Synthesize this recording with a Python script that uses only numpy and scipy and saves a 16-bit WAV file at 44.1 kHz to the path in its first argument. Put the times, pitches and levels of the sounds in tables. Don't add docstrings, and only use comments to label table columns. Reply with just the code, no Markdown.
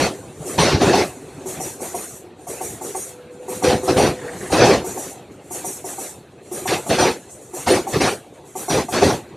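import sys
import numpy as np
from scipy import signal
from scipy.fft import rfft, irfft, next_fast_len
from scipy.io import wavfile
from scipy.ndimage import uniform_filter1d, map_coordinates

SR = 44100
rng = np.random.default_rng(int(sys.argv[2]) if len(sys.argv) > 2 else 0)


def makeup_ratio(level_db):
    decades = np.asarray(level_db, float) / 20
    return 10 ** decades


def generate_wav(signal):
    frames = np.transpose(np.atleast_2d(signal))
    scaled = np.clip(frames, -1, 1) * 32767
    pcm = np.round(scaled).astype(np.int16)
    wavfile.write(sys.argv[1], SR, pcm)


N = 412776

# freq_hz, density_db_per_hz
ROAR_COLOUR = [(15, -65), (25, -25), (86, -6.5), (259, -7.5), (371, -2.5), (518, -6.5), (584, -8),
               (835, -9), (986, -12.5), (2620, -15.5), (2890, -19), (4330, -17.5), (5370, -20.5),
               (5910, -18), (7500, -34.5), (9750, -66), (16500, -120)]
# freq_hz, width_hz, lift_db
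TRACK_RESONANCES = [(145, 30, 3), (280, 50, 2), (372, 40, 2.5), (505, 48, 2), (740, 54, 3), (2620, 150, 2),
                    (4290, 200, 3)]
# time_s, pitch_hz, level_db
HOWL = [(3.06, 505, -30), (3.12, 500, 1.5), (3.28, 494, 3.5), (3.6, 502, 2), (3.7, 503, -6), (3.84, 506, 3),
        (4.02, 513, -8), (4.3, 485, 1), (4.42, 495, -30)]
# peak_db, rise_s, hold_s, fall_db_s
AXLE_RAIL = (-39.8, 0.05, 0.0552, 85)
AXLE_RUMBLE = (-28.8, 0.0331, 0.0324, 130)
AXLE_BASS = (-42.5, -0.1, .07, 90)


def roar():
    rail_db = let_through(column=0, rest_db=-1.5, axle=AXLE_RAIL)
    rumble_db = let_through(column=1, rest_db=10, axle=AXLE_RUMBLE)
    bass_db = let_through(column=2, rest_db=3, axle=AXLE_BASS)

    def colour(hz):
        lift_db = sum(db / (1 + (2 * (hz - centre) / width) ** 2) for centre, width, db in TRACK_RESONANCES)
        return makeup_ratio(along(ROAR_COLOUR, hz) + lift_db)

    noise = filtered(patchy(patchy_db=3.0, bins=3, frames=6), colour)
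    bass = filtered(noise, lambda hz: 1 - above(hz, 195, order=6))
    rail = filtered(noise, lambda hz: above(hz, 912, order=6))
    rumble = unit(noise - bass - rail)

    edge = filtered(noise, lambda hz: above(hz, 4380, order=16))
    edge_db = np.minimum(.5 * (rail_db + 33.5), 0)
    rail = (rail + (makeup_ratio(edge_db) - 1) * edge) / np.std(rail)

    howl_hz, howl_db = curves(HOWL)
    howl_level = makeup_ratio(howl_db + 3.5 * wobble(22))
    howl = howl_level * np.sin(2 * np.pi * np.cumsum(howl_hz + 6 * wobble(14)) / SR)

    shake_db = 0.87 * wobble(30)
    low = makeup_ratio(rumble_db - 0.6 + shake_db) * (rumble + howl)
    high = makeup_ratio(rail_db + 0.88 + shake_db + 0.63 * jolt()) * rail
    return low + high + makeup_ratio(bass_db) * unit(bass)


# start_s, hold_s, rail_roar_db, rumble_over_rail_db, bass_over_rail_db
OPENINGS = [(-.04, .11, -22, 8, -1.5), (0.581, .18, -18.5, 4, 0.5), (0.802, 0.13, -22, 10, -5),
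            (0.926, .09, -21.5, 7.5, -6), (3.635, 0.103, -23, 8.5, -3), (3.877, 0.043, -26, 11, 1),
            (3.963, 0.123, -22.5, 9.5, 3), (4.518, 0.091, -21.5, 8.5, -3), (4.594, 0.16, -19, 9, -1),
            (6.675, 0.0692, -23, 4.5, -7), (6.894, 0.079, -23.5, 7.5, -3.5), (6.98, .11, -21, 8.5, -6),
            (7.663, .11, -22, 7.5, -5.5), (7.926, 0.044, -26.5, 5.5, 0.5), (8.001, 0.091, -21.5, 7, -4.5),
            (8.697, 0.1, -23.5, 8.5, -4.5), (8.923, 0.078, -24, 7, -1), (9.013, .11, -22, 9, -0.5)]
# start_s, track_roar_db, treble_left_between_bogies_db
REST = [(0, -45.5, -41), (.35, -51.5, -53), (.5, -43, -40), (1.15, -49.5, -49), (1.4, -48, -54),
        (2.33, -54, -70), (2.75, -49, -50), (3.15, -54, -64), (3.4, -52.5, -68), (3.8, -43, -45),
        (4.2, -45, -48.5), (4.48, -41.5, -40), (5.27, -53, -66), (6.33, -56, -71), (6.8, -47, -42),
        (7.25, -54.5, -53), (8.3, -55.5, -63), (9.36, -51.5, -65)]


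def let_through(column, rest_db, axle):
    axle_db, rise_s, axle_hold_s, axle_fall_db_s = axle
    open_s, open_sag_db_s, close_db_s = 0.013, 26, 230
    held = []
    for s, place, (lift_db, *_) in places():
        second_db = -2.5 * (place % 2)
        held.append((s, axle_db + lift_db + second_db, rise_s, axle_hold_s, 0, axle_fall_db_s))
    opened = []
    for s, hold_s, rail_db, *over_db in OPENINGS:
        db = rail_db + [0, *over_db][column]
        opened.append((s - open_s / 2, db, open_s, hold_s, open_sag_db_s, close_db_s))
    rest = makeup_ratio(curves(REST)[0] + rest_db) ** 2
    return 10 * np.log10(rest + swells(held + opened))


# freq_hz, density_db_per_hz
HISS_COLOUR = [(3120, -31), (5300, -14.5), (5710, -5.5), (6190, -6), (6620, -1), (7960, -1.5), (9230, -2),
               (10600, -5.5), (12500, -7), (14100, -20.5)]


def hiss():
    level_db, bright_db = treads()
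    noise = patchy(patchy_db=2.5, bins=4, frames=8)
    noise = unit(filtered(noise, lambda hz: makeup_ratio(along(HISS_COLOUR, hz))))
    top = filtered(noise, lambda hz: above(hz, 10580, order=12))
    return makeup_ratio(level_db + 1.34 + 2.0 * jolt()) * (noise - top + makeup_ratio(bright_db + 5.5) * top)


# peak_db, hold_s, sag_db_s, fall_db_s
TREADS = [
    (-33.5, 0.091, 19, 98),
    (-30, 0.14, 55, 130),
    (-34, 0.096, 16, 75),
    (-32.5, 0.17, 40, 196),
]
# start_s, level_db
FAR_JOINT = [(3.3, -56), (4.36, -44), (5.3, -56.5), (6.29, -64), (7.29, -43.5), (7.4, -47.5), (8.32, -58),
             (8.44, -51)]


def treads():
    rise_s, nearing_s = .024, 0.11
    passing, nearing = [], []
    for s, place, (_, hiss_db, linger_s) in places():
        db, hold_s, sag_db_s, fall_db_s = TREADS[place]
        hold_s = hold_s + linger_s * (place == 3)
        passing.append((s, db + hiss_db, rise_s, hold_s, sag_db_s, fall_db_s))
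        if place == 0:
            nearing.append((s - nearing_s, -51.5, nearing_s / 2, nearing_s, 0, 210))
    farther = [(s, db, .015, .04, 0, 150) for s, db in FAR_JOINT]
    near = swells(passing)
    far = makeup_ratio(curves(REST)[1]) ** 2 + swells(nearing + farther)
    opened = np.clip((let_through(column=0, rest_db=-1, axle=AXLE_RAIL) + 41) / 18, 0, 1)
    top = near * makeup_ratio(-6 - 2 * opened) ** 2 + far * makeup_ratio(-12) ** 2
    return 10 * np.log10(near + far), 10 * np.log10(top / (near + far))


# pitch_hz, level_db, t60_s, strength_column (as in axles())
RAIL_MODES = [(372, -4, .14, 1), (738, -3, .08, 0), (890, -8, .08, 0), (1130, -15, .07, 0),
              (2110, -22, .05, 0)]
# start_s, peak_db, pitch_hz
THUMPS = [(0.299, -33, 151), (0.403, -21.5, 153), (1.169, -28.5, 259), (1.218, -31.5, 271.5),
          (1.379, -26.5, 274), (2.389, -33, 310), (3.399, -30.5, 508), (4.348, -24, 181),
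          (4.42, -25.5, 202)]


def knocks():
    out = np.zeros(N + SR)
    chances = rng.standard_normal((len(axles()), len(RAIL_MODES), 2))
    for (s, *strength_db), chance in zip(axles(), chances):
        start_s = max(s - 0.00399, 0)
        for (hz, db, t60, column), (tune, vary) in zip(RAIL_MODES, chance):
            peak_db = strength_db[round(column)] + db + 1.4 + 1.5 * vary
            add(out, start_s, peak_db, hz * (1 + 0.026 * tune), t60, attack=0.0039)
    for s, db, hz in THUMPS:
        add(out, s, db + .5, hz, t60=0.097, attack=0.00195)
    return out[:N]


def add(out, s, db, hz, t60, attack):
    t = np.arange(SR // 4) / SR
    envelope = makeup_ratio(db - 60 * t / t60) * (1 - np.exp(-t / attack))
    out[round(s * SR):][:len(t)] += envelope * np.sin(2 * np.pi * hz * t)


# pitch_hz, level_db, t60_s, strength_column (as in axles())
WHEEL_MODES = [(5820, 0, .36, 2), (6578, -2, .3, 4), (8367, -4, .3, 4), (9120, 0, .42, 3),
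               (11238, -4, .35, 4), (12300, -11, .25, 4), (12750, -13, .25, 4)]


def ring():
    out, t = np.zeros(N), np.arange(SR // 2) / SR
    for hz, db, t60, column in WHEEL_MODES:
        beat = wobble(70)
        phase = 2 * np.pi * np.cumsum(hz + 11 * wobble(40)) / SR
        swell = np.zeros(N + SR)
        for s, *strength_db in axles():
            decay = makeup_ratio(strength_db[round(column)] - 60 * t / t60)
            swell[max(round(s * SR), 0):][:len(t)] += decay * (1 - np.exp(-t / 0.021))
        out += makeup_ratio(db + 6 + 3.3 * beat) * swell[:N] * np.sin(phase)
    return out * makeup_ratio(np.minimum(treads()[0] + 38, 0))


# start_s, upper_knock_db, lower_knock_db, high_ring_db, side_ring_db
FIRST_AXLES = [(.455, -29.5, -23, -39.5, -50), (.81, -19.5, -9, -36.5, -50), (1.46, -29, -21, -47, -44.5),
               (1.804, -23.5, -45, -55, -39), (2.472, -23.5, -41, -47.5, -49), (2.815, -20, -22, -45, -51),
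               (3.484, -23, -16, -41, -52), (3.833, -21, -14.5, -43, -52), (4.504, -16.5, -18, -34, -38),
               (4.845, -19.5, -15.5, -49.5, -39.5), (5.51, -23, -21, -35, -36),
               (5.845, -23.5, -19.5, -41, -50), (6.518, -25, -16.5, -37, -51), (6.865, -19, -22, -35, -52),
               (7.538, -25, -18.5, -47, -43.5), (7.872, -14, -37, -57, -48), (8.557, -18, -19.5, -39, -50),
               (8.888, -14.5, -25, -50, -49)]
# start_s, upper_knock_db, low_ring_db, high_ring_db, side_ring_db
SECOND_AXLES = [(-.07, -24, -44, -37.5, -52), (.583, -11.5, -27, -32, -49), (.938, -3, -47, -49, -49.5),
                (1.604, -18, -36, -40.5, -40), (1.946, -15, -44, -33, -38), (2.611, -14, -43, -38, -36),
                (2.951, -13.5, -45, -33, -34), (3.625, -14, -29.5, -38, -38),
                (3.967, -13, -29.5, -25, -33.5), (4.634, -13, -46, -52, -47), (4.974, -17, -41, -44, -46),
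                (5.646, -19, -37, -32.5, -34), (5.984, -19, -44, -47, -51), (6.658, -13.5, -36, -37, -36),
                (6.986, -6.5, -26, -30, -48), (7.671, -9.5, -31, -25.5, -31.5),
                (8.009, -9.5, -31, -27, -49.5), (8.685, -12, -26, -34, -41), (9.026, -4, -36.5, -42, -38)]


def axles():
    first = [(s, upper, lower, -46.5, *rings) for s, upper, lower, *rings in FIRST_AXLES]
    second = [(s, upper, upper - 5, *rings) for s, upper, *rings in SECOND_AXLES]
    return sorted(first + second)


# held_roar_db, hiss_db, hiss_lingers_s
COUPLINGS = [(-5, 1.5, -.02), (-1, -1.5, -0.015), (1.7, -0.47, 0.076), (-0.2, -1, -0.013),
             (0.7, -0.8, -0.025), (-0.2, -0.7, -.01), (-0.3, 0, -0.034), (0, 0.1, -0.023),
             (1.3, 0.14, -.03), (-0.74, 0.1, -0.035)]


def places():
    lead_s = .015
    return [(s - lead_s, (k + 3) % 4, COUPLINGS[(k + 3) // 4]) for k, (s, *_) in enumerate(axles())]


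def jolt():
    out, t = np.zeros(N + SR), np.arange(SR // 8) / SR
    for s, *_ in axles():
        out[max(round(s * SR), 0):][:len(t)] += makeup_ratio(-60 * t / .2) * (1 - np.exp(-t / .002))
    return out[:N]


# start_s, peak_db, t60_s
SQUEAKS = [(4.1894, -31, 0.2), (4.2138, -28.5, 0.18), (4.2517, -39, 0.17), (4.279, -21.5, 0.13),
           (4.3294, -30.5, 0.2), (4.3544, -36.5, 0.2), (4.4059, -27, 0.2), (4.4553, -29, 0.28)]
# freq_hz, density_db_per_hz
LINK_COLOUR = [(1100, -18.5), (1600, -2), (1800, 3), (2200, -4.5), (2700, -37.5)]


def squeaks():
    swell, t = np.zeros(N + SR), np.arange(SR // 4) / SR
    for s, db, t60 in SQUEAKS:
        swell[round(s * SR):][:len(t)] += makeup_ratio(db - 9.5 - 60 * t / t60) * (1 - np.exp(-t / 0.0017))
    noise = filtered(rng.standard_normal(N), lambda hz: makeup_ratio(along(LINK_COLOUR, hz)))
    return swell[:N] * unit(noise)


def swells(rows):
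    out, t = np.zeros(N + 2 * SR), np.arange(SR // 2) / SR
    for s, db, rise_s, hold_s, sag_db_s, fall_db_s in rows:
        level_db = db - sag_db_s * t - fall_db_s * np.maximum(t - hold_s, 0)
        rise = 1 - np.exp(-(t / rise_s) ** 2)
        out[round((s + 1) * SR):][:len(t)] += (makeup_ratio(level_db) * rise) ** 2
    return out[SR:SR + N]


def unit(x):
    return x / np.sqrt(np.mean(x ** 2) + 1e-20)


def along(points, hz):
    f, v = np.transpose(points)
    return np.interp(np.log(hz + 1), np.log(f + 1), v)


def curves(rows):
    s, *cols = np.vstack(rows).T
    return [np.interp(np.arange(N) / SR, s, c) for c in cols]


def wobble(rate):
    knots = rng.standard_normal(int(N * rate / SR) + 4)
    return map_coordinates(knots, [np.arange(N) * rate / SR])


def filtered(x, response):
    m = next_fast_len(N + SR // 2)
    return irfft(rfft(x, m) * response(np.fft.rfftfreq(m, 1 / SR)), m)[..., :N]


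def patchy(patchy_db, bins, frames):
    z = signal.stft(rng.standard_normal(N + 512), nperseg=512)[2]
    field = uniform_filter1d(rng.standard_normal(z.shape), size=bins, axis=0)
    field = uniform_filter1d(field, size=frames, axis=1)
    return signal.istft(z * makeup_ratio(patchy_db * unit(field)), nperseg=512)[1][:N]


def above(hz, edge_hz, order):
    return 1 / (1 + (edge_hz / (hz + 1)) ** order)


def scene():
    return np.tile(roar() + knocks() + squeaks() + hiss() + ring(), (2, 1))


# freq_hz, share
REFILL = [(3800, 0), (4800, .06), (7000, .34), (9500, .36), (14000, .14)]


def refill(mid):
    frame, offset = 1024, 594
    hz, _, z = signal.stft(mid[offset:], SR, nperseg=2 * frame)
    strength = np.sqrt(np.abs(uniform_filter1d(np.abs(z) ** 2, size=40, axis=0)))
    band = (hz // 760).astype(int)
    draw = rng.random((band.max() + 1, z.shape[1]))
    draw = np.minimum(draw, np.roll(draw, 1, axis=0))[band]
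    filled = draw < .5 * along(REFILL, hz)[:, None]
    noise = strength * filled * np.exp(2j * np.pi * rng.random(z.shape))
    return np.pad(signal.istft(noise, SR, nperseg=2 * frame)[1], (offset, 0))[:N]


def top_cut(x):
    return signal.sosfilt(signal.butter(12, 14290, fs=SR, output="sos"), x)


def record(dry):
    mid = dry[0] / (1 + np.abs(dry[0] / .82) ** 5) ** (1 / 5)
    mid = filtered(mid, lambda hz: above(hz, 46.5, order=4) * (hz < 14290))
    side = refill(mid)
    return top_cut(np.array([mid + side, mid - side]))


dry = scene()
out = record(dry)
generate_wav(out)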